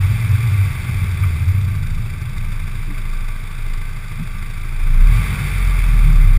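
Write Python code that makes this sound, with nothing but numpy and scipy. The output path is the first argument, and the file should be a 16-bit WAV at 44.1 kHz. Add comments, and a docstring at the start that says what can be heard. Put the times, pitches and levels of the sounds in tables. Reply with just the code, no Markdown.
"""In a concrete car park, a four-cylinder turbo car creeps along, heard from its own bodywork.
It booms at low speed, stops and idles with a light knock, then revs and pulls away against the clutch.
One firing rate forces the exhaust throb, the panel resonances and the rattle of the engine bay;
a loose part clacks once and the body bumps now and then.
A small camera samples the sound coarsely, and the spectral images add a thin, gritty treble."""
import sys
import numpy as np
from scipy import signal
from scipy.fft import rfft, irfft
from scipy.io import wavfile
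from scipy.ndimage import uniform_filter1d, minimum_filter1d

SR = 44100
rng = np.random.default_rng(int(sys.argv[2]) if len(sys.argv) > 2 else 0)


def output_pcm(signal):
    """Save a mono or channel-first signal as 16-bit PCM at the path in sys.argv[1].

    Samples are clipped to [-1, 1] before scaling.
    """
    pcm = np.clip(np.atleast_2d(signal).T, -1, 1) * 32767
    wavfile.write(sys.argv[1], SR, np.round(pcm).astype(np.int16))


N = 281358
T = np.arange(N) / SR
FREQS = np.fft.rfftfreq(N, 1 / SR)

# engine speed: (time [s], firing rate [Hz])
FIRING_RATE = [(0, 45), (.85, 42.5), (1.35, 35), (1.8, 26.3), (2.1, 25.5), (2.4, 26.2), (4.6, 26.3),
               (4.95, 28.6), (5.03, 31.5), (5.09, 38), (5.25, 46), (5.4, 48.3), (5.65, 43.3), (5.95, 39),
               (6.1, 35.5), (6.38, 31.8)]
# accelerator: (time [s], opening [0-1])
THROTTLE = [(4.7, 0), (5.15, 0.98), (5.38, 0.82), (5.6, 0.57), (6.38, 0.93)]
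# the car rolls, brakes and sets off again: (time [s], share of creeping speed [0-1])
ROAD_SPEED = [(1.6, 0.92), (2.4, 0.56), (3.2, 0.08), (5.3, 0.3), (6.38, 0.35)]
# firing tone of the exhaust, weak while coasting, strong as the clutch bites: (time [s], level [dB])
THROB_LEVEL = [(.1, -29), (.5, -44), (.8, -35), (1.65, -32), (1.97, -18), (2.22, -31.5), (2.38, -21),
               (3.2, -20), (3.48, -25), (3.73, -18), (4.03, -26), (4.7, -21.5), (5.03, -4.5), (5.37, -26.5),
               (5.7, -12), (6.33, -7)]
# stroke strengths in order over one four-stroke cycle: (relative level [dB])
KICK_DB = [1, -3, 2.1, -0.2]
VALVE_DB = [5, 4.5, 7.5, -1.5, 4.5, 5, 6, 3]
KNOCK_DB = [2, 0, 0, -2]
# what shakes the body: (idling engine [dB], road at creeping speed [dB], full throttle [dB])
BOOM_DRIVE = (-33.5, -22, -23)
PANEL_DRIVE = (-40.5, -30.5, -26.5)
# engine bay noise: (level at idle [dB], rise with speed [dB/octave], rise at full throttle [dB])
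WHIR_LAW = (-43, 7.2, 3.95)
RATTLE_LAW = (-41.5, 10.8, 2.77)
# resonances of the body panels: (frequency [Hz], width [Hz], relative level [dB])
BOOM_MODES = [(82, 31, -1.5), (93.7, 11, -3.5), (114.7, 16.7, -1)]
PANEL_MODES = [(142.7, 22, -0.5), (159, 21, -24), (195, 20, -12), (230, 12, -18.5), (257, 65, -27.5)]
# resonances of engine bay, block and loose part: (frequency [Hz], width [Hz], relative level [dB])
WHIR_MODES = [(336, 310, -4.5), (400, 134, -6), (610, 220, -13.5), (644, 20, -8), (907, 420, -5),
              (1142, 130, 2), (1178, 58, 1), (1300, 220, -4), (1413, 320, -1.5), (1538, 61, 1),
              (1683, 274, -2.5)]
RATTLE_MODES = [(1930, 340, -11), (2076, 130, -1.5), (2226, 128, -1), (2374, 117, -0.5), (2567, 236, -7.5),
                (3066, 170, -17.5), (3514, 625, -12.5), (4654, 395, -16), (5370, 920, -22)]
BLOCK_MODES = [(1460, 490, -2.5), (2430, 610, 3), (3490, 330, 2), (3740, 400, 1.5), (4630, 240, 1),
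               (4960, 250, 1), (5570, 250, -2)]
CLACK_MODES = [(1260, 260, 0), (2280, 380, -1)]
# fan and pump tones: (frequency [Hz], peak level at idle [dB], rise at full throttle [dB])
WHINES = [(195.5, -47, 0), (633, -62.5, 4), (1183, -52, 10), (1546, -52.5, -3)]
# low booming swells: (time [s], half length [s], level [dB], frequency [Hz])
BOOM_SWELLS = [(0.046, 0.073, -12.5, 95.6), (.33, 0.065, -13.5, 98.1), (0.34, 0.3, -18, 115),
               (0.588, 0.095, -12.5, 97), (1.05, .14, -18, 93.65), (1.245, .075, -11.5, 92.7),
               (1.44, 0.11, -16, 84.4), (1.592, 0.21, -16, 96), (5.16, 0.077, -21, 108),
               (6.333, 0.085, -21, 98)]
# hard combustion knocks: (time [s], relative level [dB])
HARD_KNOCKS = [(1.1134, -30), (1.8302, -29), (1.8692, -29), (1.9485, -29), (2.38, -30), (3.2854, -32),
               (3.7349, -28.5), (4.5072, -31), (5.1642, -26)]
# strike of a loose part in the engine bay: (time [s], half length [s], level [dB])
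CLACK = (1.239, .008, -26)
# body bumps, some at two pitches: (time [s], frequency [Hz], half length [s], peak level [dB])
BUMPS = [(2.911, 285, 0.031, -34), (2.908, 174, 0.034, -31), (4.21, 152, .028, -20), (4.205, 205, .02, -29),
         (5.447, 145, 0.036, -19), (6.097, 148.8, .06, -18)]


def undb(db):
    """Amplitude ratio of a level in decibels."""
    return 10 ** (np.asarray(db) / 20)


def unit(x):
    """Normalisation to rms 1."""
    return x / np.sqrt(np.mean(x ** 2))


def steady(x, span_s):
    """Normalisation by the running rms over span_s."""
    return x / np.sqrt(uniform_filter1d(x ** 2, int(span_s * SR)) + 1e-12)


def curve(table):
    """Linear interpolation of (time, value) points."""
    return np.interp(T, *np.transpose(table))


def walk(rate_hz):
    """Slow random fluctuation: twice-smoothed steps with a spread near 1."""
    hold = int(SR / rate_hz)
    steps = np.repeat(rng.standard_normal(N // hold + 1), hold)
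    return 1.315 * uniform_filter1d(uniform_filter1d(steps, hold), hold)[:N]


def swell(time_s, half_s, db):
    """Gaussian envelope, down to 1/e at half_s either side of its peak."""
    return undb(db) * np.exp(-((T - time_s) / half_s) ** 2)


def wavering_tone(hz, depth, rate_hz):
    """Random frequency modulation of a sine; depth is a fraction of hz."""
    pitch = hz * (1 + depth * walk(rate_hz))
    return np.sin(2 * np.pi * np.cumsum(pitch) / SR)


def resonate(x, modes):
    """Forced response of steep resonances whose powers add."""
    power = 0
    for hz, width, db in modes:
        detuning = (FREQS ** 2 - hz ** 2) / (width * FREQS + 1e-9)
        power = power + undb(db) ** 2 / (1 + detuning ** 2) ** 2
    return irfft(rfft(x) * np.sqrt(power), N)


def noise_in(modes):
    """Broadband excitation of resonances, as by turbulence; rms 1."""
    return unit(resonate(rng.standard_normal(N), modes))


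def strokes(cycles, pattern_db, width, scatter_db):
    """Pulse train, one pulse a cycle (width in cycles), its strength varied by pattern and chance."""
    nearest = np.round(cycles).astype(int)
    stroke_db = np.take(pattern_db, nearest, mode="wrap") + scatter_db * rng.standard_normal(N)[nearest]
    return unit(undb(stroke_db) * np.exp(-((cycles - nearest) / width) ** 2))


def shaking(idle_db, road_db, throttle_db):
    """Incoherent sum: the powers of engine, road and throttle add to a vibration amplitude."""
    road = curve(ROAD_SPEED) * undb(road_db)
    load = curve(THROTTLE) * undb(throttle_db)
    return np.sqrt(undb(idle_db) ** 2 + road ** 2 + load ** 2)


def effort(firing_hz, idle_db, octave_db, throttle_db, idle_hz=26.3):
    """Engine noise grows as a power of speed, and further with throttle."""
    return undb(idle_db + octave_db * np.log2(firing_hz / idle_hz) + throttle_db * curve(THROTTLE))


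def exhaust(firings):
    """Periodic gas flow radiates the firing tone and a weak octave, over a rumble that follows the boom."""
    phase = 2 * np.pi * firings
    tone = np.sqrt(2) * (np.cos(phase) + undb(-29) * np.cos(2 * phase))
    rumble = undb(-9) * shaking(*BOOM_DRIVE) * noise_in([(32, 26, 0)])
    return tone * undb(curve(THROB_LEVEL) + .8 * walk(12)) + rumble


def body(firings):
    """Forced vibration: uneven firings and turbulent gas drive the modes of the panels."""
    kicks = strokes(firings, KICK_DB, width=.035, scatter_db=2)
    boom = undb(-5.5) * unit(resonate(kicks, BOOM_MODES)) + noise_in(BOOM_MODES)
    panels = undb(-3.5) * unit(resonate(kicks, PANEL_MODES)) + noise_in(PANEL_MODES)
    return (steady(boom, span_s=.22) * shaking(*BOOM_DRIVE)
            + steady(panels, span_s=.24) * shaking(*PANEL_DRIVE))


def engine_bay(firings, firing_hz):
    """Amplitude-modulated noise: belts whir and valves rattle over a wash from the concrete walls."""
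    distinct = firing_hz.min() / firing_hz  # faster strokes merge in the wash
    chuff = distinct * strokes(firings / 2, [0], width=.15, scatter_db=1)  # once a crankshaft turn
    valves = distinct * strokes(2 * firings, VALVE_DB, width=.38, scatter_db=1)
    whir = unit(noise_in(WHIR_MODES) * np.sqrt(1 + (.56 * chuff) ** 2))
    rattle = unit(noise_in(RATTLE_MODES) * np.sqrt(1 + (.68 * valves) ** 2 + (.45 * chuff) ** 2))
    return whir * effort(firing_hz, *WHIR_LAW) + rattle * effort(firing_hz, *RATTLE_LAW)


def fan_and_pumps():
    """Steady rotation radiates nearly pure tones; the throttle shifts their balance."""
    throttle = curve(THROTTLE)
    return sum(wavering_tone(hz, depth=.00464, rate_hz=25) * undb(db + rise_db * throttle + 2 * walk(9))
               for hz, db, rise_db in WHINES)


def knock(firings):
    """Combustion excites the block's modes: a tick each firing over a hiss, at times a hard knock."""
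    ticks = strokes(firings, KNOCK_DB, width=.22, scatter_db=1.5)
    running = undb(-52.5) * np.sqrt(1 + ticks ** 2)
    hard = sum(swell(time_s + .003, half_s=.005, db=db - 9.5) for time_s, db in HARD_KNOCKS)
    return np.maximum(running, hard) * noise_in(BLOCK_MODES)


def boom_swells():
    """Interference: low booming swells near 100 Hz, mostly while the car rolls, beat where they overlap."""
    return np.sqrt(2) * sum(swell(time_s, half_s, db) * wavering_tone(hz, depth=.02, rate_hz=44.9)
                            for time_s, half_s, db, hz in BOOM_SWELLS)


def clack():
    """Impact excitation: a loose part strikes once and rings briefly."""
    return swell(*CLACK) * noise_in(CLACK_MODES)


def bumps():
    """Transient vibration of the body: soft, short tone bursts of unsteady pitch."""
    return sum(swell(time_s, half_s, db) * wavering_tone(hz, depth=.0777, rate_hz=120)
               for time_s, hz, half_s, db in BUMPS)


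def scene():
    """Superposition of all sources; a slightly uneven crankshaft times the engine's strokes."""
    firing_hz = curve(FIRING_RATE) * (1 + .0049 * walk(14))
    firings = np.cumsum(firing_hz) / SR
    firings -= np.interp(3.287, T, firings)  # a four-stroke cycle begins at 3.287 s
    engine = exhaust(firings) + body(firings) + engine_bay(firings, firing_hz)
    return (engine + fan_and_pumps() + knock(firings) + boom_swells() + clack() + bumps())[None]


def record(dry, camera_hz=12000, cutoff_hz=15250, ceiling=.88, fade_s=.012):
    """Peak limiting, then a zero-order hold, which mirrors the spectrum about the camera's sample rate."""
    headroom = np.minimum(1, ceiling / (np.abs(dry) + 1e-9))
    limiter_gain = uniform_filter1d(minimum_filter1d(headroom, size=1500), size=1500)
    fade = np.clip(np.minimum(T, T[-1] - T) / fade_s, 0, 1)
    coarse = signal.resample_poly(dry * fade * limiter_gain, camera_hz, SR, axis=-1, padtype="antireflect")
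    steps = np.repeat(coarse, 4, axis=-1)
    held = signal.resample_poly(steps, SR, 4 * camera_hz, axis=-1, padtype="antireflect")[:, :N]
    lowpass = signal.ellip(10, .1, 60, cutoff_hz, fs=SR, output="sos")
    return signal.sosfiltfilt(lowpass, held)


dry = scene()
out = record(dry)
output_pcm(out)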